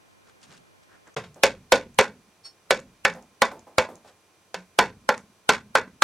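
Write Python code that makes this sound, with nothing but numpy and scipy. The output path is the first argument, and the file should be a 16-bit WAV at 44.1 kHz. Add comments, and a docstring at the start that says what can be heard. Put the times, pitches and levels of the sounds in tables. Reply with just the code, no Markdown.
"""Hard blows of a mallet clang on a cast metal gearbox casing held in a vice, close by in a small workshop.
Each blow sums damped modes, decaying noise, a crack and a low thump, and the hardest overload the input.
Between them the casing knocks and loose parts tick as enveloped noise; wavering tones make one metal squeak.
A sleeve rustles as uneven noise. Faint steady tones hum under the hiss, which narrows after a brief dropout;
the dying tail of a blow is heard as the sound returns."""
import sys
import numpy as np
from scipy import signal
from scipy.fft import rfft, irfft, next_fast_len
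from scipy.io import wavfile

SR = 44100
rng = np.random.default_rng(int(sys.argv[2]) if len(sys.argv) > 2 else 0)


def log_audio(samples):
    """Write samples as a 16-bit WAV file to the path given in sys.argv[1]."""
    # one column per channel
    frames = np.atleast_2d(samples).T
    # limit to full scale, then quantise
    limited = np.clip(frames, -1, 1)
    pcm = np.round(limited * 32767).astype(np.int16)
    wavfile.write(sys.argv[1], SR, pcm)


N = 265923
RING = np.arange(SR * 3 // 4) / SR  # seconds after a contact
DROPOUT_S, DROPOUT_LENGTH_S = 1.149, 0.013  # the sound drops out for an instant

# Reverberation of the workshop. Each row: frequency in Hz, t60 in seconds.
WORKSHOP_DECAY = [(80, 0.83), (190, 0.57), (320, 0.29), (520, 0.18), (1000, 0.18), (2300, 0.18),
                  (6000, 0.16), (12000, 0.15)]


def amp(db):
    """Decibels to gain."""
    return 10 ** (np.asarray(db) / 20)


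def unit(x):
    """Scale to rms 1."""
    return x / np.sqrt(np.mean(x ** 2) + 1e-20)


def along(points, hz):
    """Read (Hz, value) points on a log frequency axis."""
    f, v = np.transpose(points)
    return np.interp(np.log(hz + 1), np.log(f + 1), v)


def filtered(x, response):
    """Multiply the spectrum of x by a response of frequency."""
    n = x.shape[-1]
    m = next_fast_len(n + 8192)
    spectrum = rfft(x, m) * response(np.fft.rfftfreq(m, 1 / SR))
    return irfft(spectrum, m)[..., :n]


def coloured(x, points):
    """Causal minimum-phase filter with the gain of the (Hz, dB) points."""
    size = 4096
    gain = amp(along(points, np.fft.rfftfreq(size, 1 / SR)))
    cepstrum = irfft(np.log(gain))
    # Folding the cepstrum forward in time gives minimum phase.
    cepstrum[1:size // 2] *= 2
    cepstrum[size // 2 + 1:] = 0
    impulse = irfft(np.exp(rfft(cepstrum)))
    return signal.fftconvolve(x, impulse)[:len(x)]


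def noise(points, size):
    """Noise of rms 1, coloured by (Hz, dB) points."""
    return unit(filtered(rng.standard_normal(size), lambda hz: amp(along(points, hz))))


def dying(decay):
    """White noise split into overlapping bands, each dying at its own speed."""
    white = rng.standard_normal(len(RING))
    centres, t60s = np.transpose(decay)
    total = np.zeros(len(RING))
    for share, t60 in zip(np.eye(len(decay)), t60s):
        points = list(zip(centres, share))
        band = filtered(white, lambda hz: along(points, hz))
        total += band * amp(-60 * RING / t60)
    return total


def ring(modes, scatter_db):
    """Sum exponentially damped modes, each at a new strength and phase."""
    hz, db, t60 = np.transpose(modes)[:, :, None]
    t = RING[:len(RING) // 2]
    level = db + scatter_db * rng.standard_normal(hz.shape) - 60 * t / t60
    wave = amp(level) * np.sin(2 * np.pi * (hz * t + rng.random(hz.shape)))
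    return np.pad(wave.sum(0), (0, len(RING) - len(t)))


def in_room(x, wet_db, gap=0.0072):
    """Add the workshop's answer, a noise tail that builds up over a few milliseconds (gap in seconds)."""
    tail = dying(WORKSHOP_DECAY) * (1 - np.exp(-(RING / gap) ** 2))
    answer = signal.fftconvolve(x, tail / np.linalg.norm(tail))[:len(x)]
    return x + amp(wet_db) * answer


def add(track, s, sound):
    """Mix a sound in at time s."""
    part = track[round(s * SR):][:len(sound)]
    part += sound[:len(part)]


def swell(s, length):
    """A smooth rise and fall of gain around time s."""
    return np.exp(-2 * ((np.arange(N) / SR - s) / length) ** 2)


def background():
    """Steady coloured hiss with constant sine tones for the faint hum and thin electrical whines."""
    # Hum and whines. Each row: frequency in Hz, relative level in dB.
    hum_tones = [(96.9, -73.5), (441.4, -81), (1050, -75.5), (2401, -75), (5701, -89), (6002, -77.5),
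                 (6298, -86), (10799, -90.5)]
    # Colour of the hiss. Each row: frequency in Hz, relative level in dB.
    hiss_colour = [(15, -48.5), (25, -24.5), (55, -11), (97, -10.5), (200, -8.5), (263, -14.5), (293, -8),
                   (887, -12.5), (1070, -13.5), (1700, -17.5), (2480, -18.5), (2690, -19), (6210, -23.5),
                   (16000, -30)]
    t = np.arange(N) / SR
    hum = sum(amp(db - 1.5) * np.sin(2 * np.pi * (hz * t + rng.random())) for hz, db in hum_tones)
    return hum + amp(-65) * noise(hiss_colour, N)


def air_width():
    """Hiss that differs between the ears: a wide low rush at first, faint once the dropout begins."""
    # Colour before the dropout. Each row: frequency in Hz, relative level in dB.
    wide_colour = [(15, -36), (25, -8), (53, -0.5), (734, -8), (1190, -11), (1480, -11), (16000, -38)]
    # Colour from the dropout on. Each row: frequency in Hz, relative level in dB.
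    narrow_colour = [(15, -33), (25, -5.5), (212, -5), (607, -11.5), (1520, -5.5), (1650, -10.5),
                     (16000, -15.5)]
    early = np.arange(N) / SR < DROPOUT_S
    wide = amp(-61.5) * noise(wide_colour, N)
    narrow = amp(-69) * noise(narrow_colour, N)
    return np.where(early, wide, narrow)


def sleeve():
    """Cloth flaps softly, scuffs, and crackles: noise bands whose uneven gain imitates catching fibres."""
    # Flaps as the arm swings. Each row: middle in seconds, length in seconds, relative level in dB.
    flap_moves = [(0.498, 0.075, -57), (0.6, 0.048, -62)]
    # Brushes of the sleeve. Each row: middle and length in seconds, relative scuff and crackle levels in dB.
    brush_moves = [(0.29, 0.041, -64, -69.5), (0.436, 0.029, -63.5, -56), (.53, 0.059, -57.5, -59.5),
                   (0.578, 0.01, -76, -62), (.835, 0.013, -74, -67), (0.938, 0.054, -58, -71),
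                   (1.081, 0.027, -54.5, -68), (4.084, 0.047, -61, -64)]
    # Colour of the scuff. Each row: frequency in Hz, relative level in dB.
    scuff_colour = [(300, 1), (800, 0), (1600, 5.5), (2500, -10), (6000, -38)]
    # Colour of the crackle. Each row: frequency in Hz, relative level in dB.
    crackle_colour = [(1200, -20), (2800, 0.5), (5000, -1.5), (8000, -5), (15000, -32.5)]

    flap_gain = sum(amp(db) * swell(s, length) for s, length, db in flap_moves)
    scuff_gain = sum(amp(db) * swell(s, length) for s, length, db, _ in brush_moves)
    crackle_gain = sum(amp(db) * swell(s, length) for s, length, _, db in brush_moves)
    catches = amp(3.7 * noise([(60, 2.0), (300, -5.5), (1500, -74.5)], N))
    flap = noise([(40, 1.0), (110, 0.0), (180, 10.5), (350, -12), (900, -12.0), (3000, -66)], N)
    scuff = unit(np.sqrt(catches) * noise(scuff_colour, N))
    crackle = unit(catches * noise(crackle_colour, N))
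    return flap_gain * flap + scuff_gain * scuff + crackle_gain * crackle


def blow_tail():
    """The dying tail of a mallet blow, decaying noise heard as the sound returns after the dropout."""
    # Parts of the tail. Each row: start in seconds, relative level in dB.
    blow_tails = [(1.164, -26), (1.237, -41.5)]
    # Colour of the tail. Each row: frequency in Hz, relative level in dB.
    blow_tail_colour = [(40, -16.5), (180, 1.5), (300, -8.5), (480, 7), (700, -1.5), (1500, -5), (3000, -9),
                        (7000, -19.5), (11000, -33.5), (16000, -45)]
    out = np.zeros(N)
    for s, db in blow_tails:
        envelope = amp(-60 * RING / 0.064) * (1 - np.exp(-RING / 0.0041))
        tail = noise(blow_tail_colour, len(RING)) * envelope
        add(out, s, amp(db + 4.0) * in_room(tail, wet_db=-5.0))
    return out


def bench():
    """The bench top hums after some blows: low sines that swell and decay."""
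    # Hums of the bench. Each row: start in seconds, pitch in Hz, relative level in dB.
    bench_hums = [(3.087, 172.3, -41), (4.564, 182.3, -44), (5.629, 209, -51.5)]
    out = np.zeros(N)
    for s, hz, db in bench_hums:
        envelope = amp(-60 * RING / 0.22) * (1 - np.exp(-RING / .03))
        add(out, s, amp(db + 10.5) * np.sin(2 * np.pi * hz * RING) * envelope)
    return out


def rattles():
    """Dull noise knocks as the casing rocks and settles in the jaws, and tiny ticks of loose parts."""
    # Knocks of the casing. Each row: start in seconds, relative level in dB.
    casing_knocks = [(1.358, -40.5), (3.15, -35.5), (3.516, -32.5), (3.668, -40), (3.887, -33),
                     (4.044, -42.5)]
    # Colour of a knock. Each row: frequency in Hz, relative level in dB.
    knock_colour = [(60, -28), (200, -6.5), (500, 1), (850, -0.5), (1400, -13.5), (3000, -30),
                    (9000, -31.5)]
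    # Ticks of loose parts. Each row: start in seconds, relative level in dB.
    loose_ticks = [(1.0755, -42.5), (1.143, -45), (1.3447, -39.5), (1.945, -42), (2.801, -38.5),
                   (3.138, -37), (3.2251, -46.5), (3.594, -42), (3.9555, -37), (5.1781, -30)]
    # Colour of a tick. Each row: frequency in Hz, relative level in dB.
    tick_colour = [(500, -38), (3000, -24.5), (6500, 4.5), (9000, -8.5), (15000, -29)]
    out = np.zeros(N)
    for s, db in casing_knocks:
        envelope = amp(-60 * RING / 0.25) * (1 - np.exp(-RING / 0.0014))
        add(out, s, amp(db - 8.5) * noise(knock_colour, len(RING)) * envelope)
    for s, db in loose_ticks:
        tick = noise(tick_colour, len(RING)) * amp(-60 * RING / 0.009)
        add(out, s, amp(db - 8) * tick)
    return in_room(out, wet_db=-8.5)


def squeak():
    """Metal slides on metal: dry friction makes a few steel tones waver and flutter, with grit around them."""
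    # Steel tones. Each row: pitch in Hz, rms waver of the pitch in Hz, relative level in dB.
    steel_tones = [(4425, 40, -.5), (5290, 50, -2), (5470, 50, -1), (8800, 90, -12)]
    peak_s, attack_s, t60_s = 2.463, .014, 0.13

    def waver():
        return noise([(60, 3.0), (250, -6.5), (1000, -64)], N)

    tones = np.zeros(N)
    for hz, width, db in steel_tones:
        flutter = amp(db + 3 * waver())
        tones += flutter * np.sin(2 * np.pi * np.cumsum(hz + width * waver()) / SR)
    grit = noise([(200, -8.5), (900, 3), (3000, -2.5), (6000, 0.5), (10000, -10), (15000, -20.0)], N)
    t = np.arange(N) / SR - peak_s
    attack = np.exp(-(np.minimum(t, 0) / attack_s) ** 2)
    envelope = attack * amp(-60 * np.maximum(t, 0) / t60_s)
    return amp(-41) * envelope * (unit(tones) + amp(-12.5) * grit)


def spot_colour(strength_db, spot_hz, treble_db):
    """Colour of one blow: the struck spot lifts modes near its pitch, contact hardness sets the treble."""
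    spot_db, spot_octaves = 5.5, 0.6  # lift and reach of the favoured pitch
    treble_hz = 2190  # the treble shelf takes over around here
    hz = np.geomspace(100, 16000, 40)
    favoured = spot_db * np.exp(-(np.log2(hz / spot_hz) / spot_octaves) ** 2)
    treble = treble_db / (1 + (treble_hz / hz) ** 6)
    return np.column_stack([hz, strength_db + favoured + treble])


def mallet():
    """Each blow cracks, rings the casing's modes and gives a low push; returns direct and room sound."""
    # Mallet blows. Each row: start in seconds, relative strength in dB, pitch the struck spot favours in Hz,
    # treble shelf in dB, relative thump level in dB.
    blows = [(1.4350, -17.5, 630, 4, -41.5), (1.7216, -16, 540, 2, -22), (1.9882, -14.5, 520, -0.5, -24),
             (2.7073, -20, 525, 2.5, -41), (3.05, -19.5, 1600, -1, -44), (3.4195, -18.5, 989, -0.5, -38),
             (3.7827, -19, 770, -1, -27.5), (4.5436, -37.5, 950, 5, -60), (4.7886, -15.5, 860, -1.5, -44.5),
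             (5.0903, -20, 1100, -4, -48), (5.492, -18, 1270, 2, -45.5), (5.7528, -17.5, 1340, -3.5, -55),
             (6.0217, -16, 1300, -2.5, -45)]
    # Main modes of the casing. Each row: pitch in Hz, relative level in dB, t60 in seconds before the extra
    # damping.
    casing_modes = [(436.4, -8, 0.092), (517.5, 1, .11), (553.6, 2, 0.055), (657, -5.5, .11),
                    (824, -3, 0.02), (864, -2, 0.052), (946, -11, 0.047), (1007, -10, 0.076),
                    (1011.7, -4, 0.11), (1068, -7.5, 0.12), (1118, -12.5, 0.1), (1368, -6, 0.063),
                    (1452.5, -11, 0.48), (1503, -5, 0.16), (1565, -7, 0.29), (1653, -8.5, .13),
                    (1733, -8, 0.15), (1851, -8.5, 0.1), (1982, -7, 0.12), (2197, -9.5, 0.13),
                    (2271, -9.5, 0.23), (2494, -13.5, 0.23), (2664, -14, 0.37), (3430, -15.5, 0.21),
                    (3594, -8.5, 0.038), (3627, -16.5, .16), (4360, -11.5, .09), (4732, -19, 0.1),
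                    (5530, -20, 0.13)]
    # Colour of the crowded modes, and of the room's answer. Each row: frequency in Hz, relative level in dB.
    clang_colour = [(40, -30.5), (95, -14.5), (145, -21.5), (185, -5), (245, -2), (305, -17.5), (410, 1.5),
                    (540, -2), (610, -12), (850, 1), (1500, -1.5), (2300, 0.5), (3000, -6), (4000, -6),
                    (7000, -9.5), (14000, -36)]
    # Decay of the crowded modes. Each row: frequency in Hz, t60 in seconds.
    clang_decay = [(100, .05), (500, 0.15), (1500, 0.039), (3000, 0.066), (9000, .03)]
    # Colour of the contact crack. Each row: frequency in Hz, relative level in dB.
    crack_colour = [(60, -40), (300, -8.5), (700, 2.5), (1500, -0.5), (5000, -10), (15000, -26)]
    # Colour of the low push. Each row: frequency in Hz, relative level in dB.
    thump_colour = [(25, -24), (70, -2.5), (170, -7), (240, -2), (320, -24), (2000, -67.5)]
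    extra_t60_s = .22  # extra damping of the main modes

    direct, room = np.zeros(N), np.zeros(N)
    for s, strength_db, spot_hz, treble_db, thump_db in blows:
        modes = amp(-0.5) * ring(casing_modes, scatter_db=2.0) * amp(-60 * RING / extra_t60_s)
        clang = amp(12.5) * coloured(dying(clang_decay), clang_colour)
        crack_gain = amp(15.5 + 0.29 * strength_db)  # harder blows crack more
        crack = crack_gain * noise(crack_colour, len(RING)) * amp(-60 * RING / 0.021)
        thump = amp(thump_db + 4.5) * noise(thump_colour, len(RING)) * amp(-60 * RING / 0.055)

        # Walls and shelves answer in clusters.
        clumps = amp(3.8 * noise([(40, -1.5), (150, -9), (600, -69.5)], len(RING)))
        build_up = 1 - np.exp(-RING / 0.027)
        diffuse = amp(3.5) * coloured(dying(WORKSHOP_DECAY), clang_colour) * clumps * build_up

        spot = spot_colour(strength_db, spot_hz, treble_db)
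        add(direct, s, coloured(in_room(modes, wet_db=-8.5) + clang + crack, spot))
        add(direct, s, thump)
        add(room, s, coloured(diffuse, spot))
    return direct, room


def scene():
    """Two close capsules hear the blows nearly alike; scattered sound differs between them, most in the treble."""
    # Level of the side signal. Each row: frequency in Hz, gain in dB.
    side_spread = [(100, -24), (400, -25.5), (1000, -15.5), (2000, -9), (6000, -7.5), (9000, 0),
                   (14000, -0.5)]
    direct, room = mallet()
    around = room + blow_tail() + bench() + rattles() + squeak() + sleeve()
    turns = np.cumsum(rng.standard_normal(size=240)) / 4  # side phase wanders over frequency

    def side_response(hz):
        phase_turns = np.interp(hz, np.linspace(0, SR / 2, len(turns)), turns)
        return amp(along(side_spread, hz)) * np.exp(2j * np.pi * phase_turns)

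    side = filtered(amp(-8.5) * direct + around, side_response) + air_width()
    mid = direct + around + background()
    t = np.arange(N) / SR - DROPOUT_S
    heard = (t < 0) | (t > DROPOUT_LENGTH_S)
    return heard * np.array([amp(4.5) * (mid + side), amp(5.5) * (mid - side)])


def record(dry, top=0.7, hardness=6):
    """The input overloads on hard blows; coupling tilts the flat tops, and the band ends steeply."""
    # Treble response of the microphone. Each row: frequency in Hz, gain in dB.
    microphone_response = [(7000, -2.5), (11000, -2.5), (14000, -9.5), (16000, -8.5)]
    coupling_hz, top_hz = 90, 16100
    clipped = dry / (1 + np.abs(dry / top) ** hardness) ** (1 / hardness)

    def coupling(hz):
        high_pass = 1j * hz / (coupling_hz + 1j * hz)
        return amp(along(microphone_response, hz)) * high_pass

    coupled = filtered(clipped, coupling)
    return filtered(coupled, lambda hz: 1 / (1 + (hz / top_hz) ** 100))


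dry = scene()
out = record(dry)
log_audio(out)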